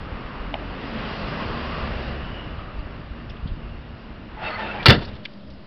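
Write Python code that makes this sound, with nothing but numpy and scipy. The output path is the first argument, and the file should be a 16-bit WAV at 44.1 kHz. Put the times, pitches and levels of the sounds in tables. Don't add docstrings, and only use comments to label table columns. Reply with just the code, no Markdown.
import sys
import numpy as np
from scipy import signal
from scipy.fft import rfft, irfft, next_fast_len
from scipy.io import wavfile
from scipy.ndimage import uniform_filter1d, map_coordinates

SR = 44100
rng = np.random.default_rng(int(sys.argv[2]) if len(sys.argv) > 2 else 0)


def file_out(sig):
    cols = np.atleast_2d(sig).T
    lim = np.clip(cols, -1, 1)
    pcm = np.round(lim * 32767).astype(np.int16)
    wavfile.write(sys.argv[1], SR, pcm)


def nominal_scale(level):
    x = np.asarray(level, float) / 20
    return 10 ** x


N = 249606
T = np.arange(N) / SR

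# freq_hz, density_db (per Hz)
RUMBLE_COLOUR = [(12, -37.5), (20, -2), (32, -3.5), (59, -2), (160, -13.5), (210, -29.5), (350, -120)]
DRONE_COLOUR = [(53, -30.5), (90, -1), (167, -0.5), (220, 0.5), (263, -2.5), (340, -5), (397, -12.5),
                (433, -16.5), (700, -12.5), (910, -43.5), (1540, -120)]
ROAR_COLOUR = [(240, -18), (400, 1.5), (436, 0.5), (602, -1), (768, -2.5), (1190, -2), (1380, -3.5),
               (1920, -5.5), (2220, -9.5), (2860, -7), (3200, -16), (4160, -32), (7040, -120)]
HISS_COLOUR = [(1880, -30.5), (3200, -2.5), (4120, -6.5), (4590, -6.5), (5110, -9), (5890, -15.5),
               (6300, -30), (8190, -69.5), (13900, -120)]
# time_s, tyre_roar_db
PASS = [(0, -40.5), (.3, -39.5), (.6, -38.5), (.85, -36), (1.15, -33.5), (1.65, -33), (1.93, -34.5),
        (2.3, -38.5), (2.55, -41.5), (3.04, -45), (3.8, -47), (4.36, -45.5), (5.12, -46), (5.3, -52.5),
        (5.66, -53)]
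# time_s, rumble_db
WIND = [(0, -36.5), (.45, -40.5), (.84, -42), (1.3, -37.5), (1.9, -33), (2.3, -35), (2.9, -39.5),
        (3.56, -33.5), (3.8, -40.5), (4.36, -41.5), (5.12, -36), (5.25, -58), (5.52, -42.5), (5.66, -60)]
# centre_s, half_length_s, pitch_hz, width_hz, peak_db
SWELLS = [(0.207, 0.33, 1180, 250, -45), (1.461, 0.16, 1125, 250, -40), (1.778, 0.1, 1150, 250, -36),
          (2.598, 0.14, 1175, 250, -48.5), (3.206, 0.23, 1167, 250, -51), (1.2, 0.34, 2790, 290, -50.5),
          (2.002, 0.18, 2750, 290, -49.5), (2.372, 0.16, 2890, 250, -47.5), (3.4, 1, 2766, 290, -62),
          (.6, .2, 280, 40.4, -42), (1.1, 0.3, 599, 100, -47.5), (1.903, 0.17, 583, 100, -42),
          (2.697, .3, 595, 100, -54), (5.292, 0.36, 581, 100, -52.5)]
# start_s, end_s, first_hz, last_hz, level_db
ENGINE_NOTES = [(0.343, 0.794, 45.16, 44.7, -34.5), (0.804, 2.3, 44.5, 34.6, -43),
                (0.752, 1.543, 233.7, 196.5, -38.5), (0.902, 1.494, 178, 154.4, -41),
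                (1.295, 2.287, 232.3, 233.6, -42), (1.452, 2.298, 72, 66.6, -35),
                (1.6, 2.307, 140.3, 136.1, -42)]
# start_s, end_s, first_hz, last_hz, level_db
FAR_HUM = [(2.905, 4.4, 235.8, 227, -48.5), (4.45, 4.898, 209, 202.7, -42), (4.9, 5.664, 204.8, 198, -48)]
# time_s, peak_db, pitch_hz
BUMPS = [(0.118, -21, 63.6), (0.24, -27, 50.7), (2.788, -26.5, 38.7), (2.849, -25.5, 59.2),
         (3.105, -22, 52.3), (3.423, -28, 88.8), (3.433, -22, 65), (3.455, -16.5, 145), (3.518, -34, 40.6),
         (3.708, -25, 56)]
# time_s, peak_db, pitch_hz, width_hz, length_s
TICKS = [(.5408, -17, 2610, 800, 0.0021), (2.79, -49, 4570, 200, .01), (3.296, -40, 3540, 300, .008),
         (3.297, -39, 5200, 900, 0.0088), (3.302, -39, 2680, 500, .006), (3.369, -41, 3000, 900, .005),
         (3.471, -41, 3330, 396, 0.011), (3.473, -45, 4270, 600, .009), (4.828, -25.5, 3000, 2500, 0.0072),
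         (5.05, -34, 4770, 1500, 0.0089), (5.25, -36, 3500, 2500, 0.0039),
         (5.2526, -22.5, 2650, 1500, 0.0024), (5.2568, -19.5, 2470, 1600, 0.0022),
         (5.334, -45, 4000, 2500, .008), (5.502, -41.5, 4380, 2000, 0.012), (5.535, -48, 5000, 300, .01)]
# time_s, peak_db, length_s
KNOCKS = [(0.541, -17, 0.0027), (0.553, -22.5, 0.0068), (4.827, -35, .006)]
# freq_hz, gain_db
KNOCK_TONE = [(400, -18), (700, 10), (1000, -8), (1500, -42)]
# time_s, level_db
HINGE_RUB = [(4.33, -54), (4.38, -43), (4.445, -32.5), (4.48, -32), (4.57, -36), (4.6, -31.5), (4.66, -34),
             (4.74, -34), (4.855, -35.5)]
# freq_hz, density_db (per Hz)
RUB_COLOUR = [(180, -44), (300, -7.5), (546, -5), (864, -1.5), (1050, -6.5), (1370, -5), (2160, -9.5),
              (2680, -12), (4700, -27), (6300, -38.5), (8190, -88), (13900, -120)]
# start_s, end_s, pitch_hz, level_db
SQUEALS = [(4.36, 4.485, 858, -40), (4.43, 4.5, 3710, -42), (4.427, 4.514, 2656, -36.5),
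           (4.44, 4.585, 2040, -38), (4.432, 4.58, 4390, -49.5), (4.434, 4.51, 1390, -33.5),
           (4.457, 4.517, 618, -33.5), (4.501, 4.593, 1247, -37.5), (4.557, 4.68, 873, -35),
           (4.57, 4.66, 1777, -36), (4.587, 4.7, 3660, -51), (4.6, 4.75, 2680, -38),
           (4.662, 4.737, 1425, -39), (4.728, 4.816, 830, -39), (4.776, 4.826, 2340, -38),
           (4.79, 4.824, 1920, -34.5), (4.5, 4.56, 3030, -48)]
# time_s, level_db, brightness_db (per octave above 1 kHz)
BLOWS = [(4.8579, -5.5, 4), (4.863, -2.5, 0), (4.8715, -14.5, -6), (4.8838, -4, 3.5), (4.8968, -2, -0.5),
         (4.902, -7.5, -1), (4.907, -11.5, 0), (4.915, -15, -1.5), (4.922, -20.5, -0.5),
         (4.936, -24.5, -4.5), (4.95, -33.5, -2), (4.978, -35, -13)]
# freq_hz, density_db (per Hz)
CRASH_COLOUR = [(40, -32), (90, -10), (200, -3.5), (330, 2), (600, -3), (1100, -5.5), (1800, -2.5),
                (2400, -8), (3300, -7), (4900, -15.5), (6300, -28.5), (8000, -70)]
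# pitch_hz, width_hz, gain_db
PANEL = [(336, 26, 2), (527, 9, 1.5), (730, 21, -1), (927, 49, 0), (1230, 10, -22.5), (1390, 56, 7.5),
         (1600, 57, -6), (1775, 32, 2), (1980, 97, 0), (2350, 51, -1), (2770, 60, 7), (2940, 49, 3.5),
         (3000, 28, 0.5), (3540, 110, 7), (3815, 91, -14), (4440, 380, 6.5), (5060, 140, 0.5)]
# centre_s, pitch_hz, peak_db, rise_s, fall_s
THUMPS = [(4.8912, 120, 9, .004, .007), (4.905, 80, -10, .012, .02), (4.9168, 200, -7, .006, .005),
          (4.9375, 150, -14, .004, .006)]
# freq_hz, density_db (per Hz)
BODY_COLOUR = [(24, -34), (40, -1.5), (81, -3), (124, 4), (212, 3.5), (286, -7), (382, -4), (570, -5.5),
               (800, -18), (1040, -48.5), (1760, -120)]
# freq_hz, t60_s
BAY_DECAY = [(60, 0.34), (200, 1), (1000, 0.37), (3000, 0.49), (6000, 0.46)]


def unit(x):
    return x / np.sqrt(np.mean(x ** 2) + 1e-20)


def along(points, hz):
    f, v = np.transpose(points)
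    return np.interp(np.log(hz + 1), np.log(f + 1), v)


def curves(rows):
    s, *cols = np.transpose(rows)
    return [np.interp(T, s, c) for c in cols]


def wobble(rate):
    return map_coordinates(rng.standard_normal(int(N * rate / SR) + 4), [T * rate])


def filtered(x, response):
    m = next_fast_len(len(x) + SR // 2)
    return irfft(rfft(x, m) * response(np.fft.rfftfreq(m, 1 / SR)), m)[:len(x)]


def band(x, hz, width):
    return unit(filtered(x, lambda f: 1j * f * width / (hz * hz - f * f + 1j * f * width)))


def rush(colour, patchy_db, tilt_db=0):
    noise = unit(filtered(rng.standard_normal(N), lambda hz: nominal_scale(along(colour, hz))))
    hz, t, z = signal.stft(noise, SR, nperseg=512)
    patches = uniform_filter1d(rng.standard_normal(z.shape), size=4, axis=0)
    patches = unit(uniform_filter1d(patches, size=12, axis=1))
    octaves = np.log2(np.maximum(hz, 1000) / 1000)[:, None]
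    slope = octaves * np.interp(t, T, tilt_db + 0 * T)
    return signal.istft(z * nominal_scale(patchy_db * patches + slope), SR, nperseg=512)[1][:N]


def tone(start, end, first_hz, last_hz, db, waver_hz, flutter_db):
    hz = np.interp(T, [start, end], [first_hz, last_hz]) + waver_hz * wobble(12)
    fade = np.clip(np.minimum(T - start, end - T) / 0.12, 0, 1)
    flutter = unit(nominal_scale(flutter_db * wobble(14)))
    sine = np.sin(2 * np.pi * np.cumsum(hz) / SR)
    return np.sqrt(2) * fade * nominal_scale(db) * flutter * sine


def street():
    nearest_db = -33
    drone_db, drone_follows = -35.5, 0.59
    hiss_db, hiss_follows, far_hiss_db = -44, 1.78, -60.5
    (roar_db,), (rumble_db,) = curves(PASS), curves(WIND)
    away_db = roar_db - nearest_db

    gust = wobble(12)
    rumble = nominal_scale(rumble_db + 0.5 * gust) * rush(RUMBLE_COLOUR, patchy_db=1.87)
    drone_level_db = drone_db + drone_follows * away_db + 1.0 * gust + 0.29 * wobble(37)
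    drone = nominal_scale(drone_level_db) * rush(DRONE_COLOUR, patchy_db=0.5)
    roar = nominal_scale(roar_db + 0.74 * wobble(12)) * rush(ROAR_COLOUR, patchy_db=0.15)
    hiss_level = np.hypot(nominal_scale(hiss_db + hiss_follows * away_db), nominal_scale(far_hiss_db))
    hiss = hiss_level * nominal_scale(0.6 * wobble(7.2)) * rush(HISS_COLOUR, patchy_db=1.34)

    air = rng.standard_normal(N) * nominal_scale(2.1 * wobble(25))
    bands = 0
    for s, half, hz, width, db in SWELLS:
        swell = nominal_scale(db - 5.3 * ((T - s) / half) ** 2)
        bands = bands + swell * band(band(air, hz, width), hz, width)
    notes = sum(tone(*row, waver_hz=1.5, flutter_db=2.5) for row in ENGINE_NOTES)
    hum = sum(tone(*row, waver_hz=6, flutter_db=3) for row in FAR_HUM)
    return rumble + drone + roar + hiss + bands + notes + hum


def bumps():
    out = np.zeros(N)
    for s, db, hz in BUMPS:
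        cycles = (T - s) * hz
        out += nominal_scale(db - 54 * (cycles / 1.14 - 0.6) ** 2) * np.sin(2 * np.pi * cycles)
    return out


def burst(t, life):
    onset = 1 - np.exp(-t / 0.00043)
    return rng.standard_normal(len(t)) * nominal_scale(-8.7 * t / max(life, 0.001)) * onset


def settling():
    spread_s, loudest_db, fall_db_per_s = 0.39, -30, 54
    rows = []
    for u, v, w in rng.random((36, 3)):
        s = BLOWS[-1][0] + spread_s * (u - 0.1)
        db = loudest_db - fall_db_per_s * spread_s * u - 6 * v
        rows.append((s, db, 2415 + 1750 * w, 1800, 0.008))
    return rows


def ticks():
    out, t = np.zeros(N + SR), np.arange(4096) / SR
    for s, db, pitch, width, life in TICKS + settling():
        bright = band(burst(t, life), pitch, width)
        bright = band(band(bright, pitch, 2 * width), pitch, 2 * width)
        out[round(s * SR):][:len(t)] += nominal_scale(db) * bright / abs(bright).max()
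    for s, db, life in KNOCKS:
        dull = filtered(burst(t, life), lambda hz: nominal_scale(along(KNOCK_TONE, hz)))
        out[round(s * SR):][:len(t)] += nominal_scale(db) * dull / abs(dull).max()
    return out[:N]


def hinge():
    full_tilt_db, brightens = 2, 0.28
    squeal_q = 40
    level_db, = curves(HINGE_RUB)
    slips = unit(nominal_scale(0.82 * wobble(190)))
    tilt_db = full_tilt_db + brightens * (level_db - level_db.max())
    rub = nominal_scale(level_db) * slips * rush(RUB_COLOUR, patchy_db=1.5, tilt_db=tilt_db)
    rubbing = (T > HINGE_RUB[0][0]) * (T < HINGE_RUB[-1][0] + 0.01)

    grit = slips * rng.standard_normal(N)
    squeal = 0
    for start, end, hz, db in SQUEALS:
        bout = np.clip(np.minimum(T - start, end - T) / 0.031, 0, 1)
        width = hz / squeal_q
        squeal = squeal + nominal_scale(db) * bout * band(band(grit, hz, 2 * width), hz, width)
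    return rubbing * rub + slips * squeal


def steel(f):
    return 1 + sum(nominal_scale(db) * 1j * f * w / (c * c - f * f + 1j * f * w + 1e-9) for c, w, db in PANEL)


def blows():
    out, t = np.zeros(N + SR), np.arange(SR // 2) / SR
    for s, db, tilt_db in BLOWS:
        t60 = 0.062 * np.exp(-0.06 * (db + 7.5))
        colour = lambda hz: nominal_scale(along(CRASH_COLOUR, hz) + tilt_db * np.log2(np.maximum(hz, 1000) / 1000))
        rattle = unit(filtered(rng.standard_normal(len(t)), colour))
        out[round(s * SR):][:len(t)] += nominal_scale(db - 60 * t / max(t60, 0.01)) * rattle
    return out[:N]


def bay(x):
    hz, t, z = signal.stft(rng.standard_normal(SR), SR, nperseg=512)
    tail = signal.istft(z * nominal_scale(-60 * t / along(BAY_DECAY, hz)[:, None]), SR, nperseg=512)[1]
    return signal.fftconvolve(x, tail / np.linalg.norm(tail))[:N]


def thumps():
    out = np.zeros(N)
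    for s, hz, db, rise, fall in THUMPS:
        shape = nominal_scale(db - 7.1 * ((T - s) / np.where(T < s, rise, fall)) ** 2)
        out += shape * np.cos(2 * np.pi * hz * (T - s))
    return out


def shudder():
    since = T - THUMPS[0][0]
    return (since > 0) * nominal_scale(-14 - 60 * abs(since) / 0.42) * rush(BODY_COLOUR, patchy_db=3)


def slam():
    chatter = nominal_scale(2.6 * wobble(120))
    metal = filtered(chatter * blows(), steel)
    return metal + nominal_scale(-23) * chatter * bay(metal) + shudder() + thumps()


def scene():
    return (slam() + hinge() + ticks() + bumps() + street())[None]


def roll_off(x):
    return signal.sosfilt(signal.butter(12, 16520, fs=SR, output="sos"), x)


def record(dry):
    saturated = dry[0] / (1 + abs(dry[0] / 0.685) ** 8) ** (1 / 8)
    dulled = filtered(saturated, lambda hz: 1 / (1 + (hz / 5570) ** 24))
    offset = 0.0063 * (T > BLOWS[0][0])
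    clipped = np.clip(dulled - offset, -0.715, 0.715)
    return roll_off(clipped[None])


dry = scene()
out = record(dry)
file_out(out)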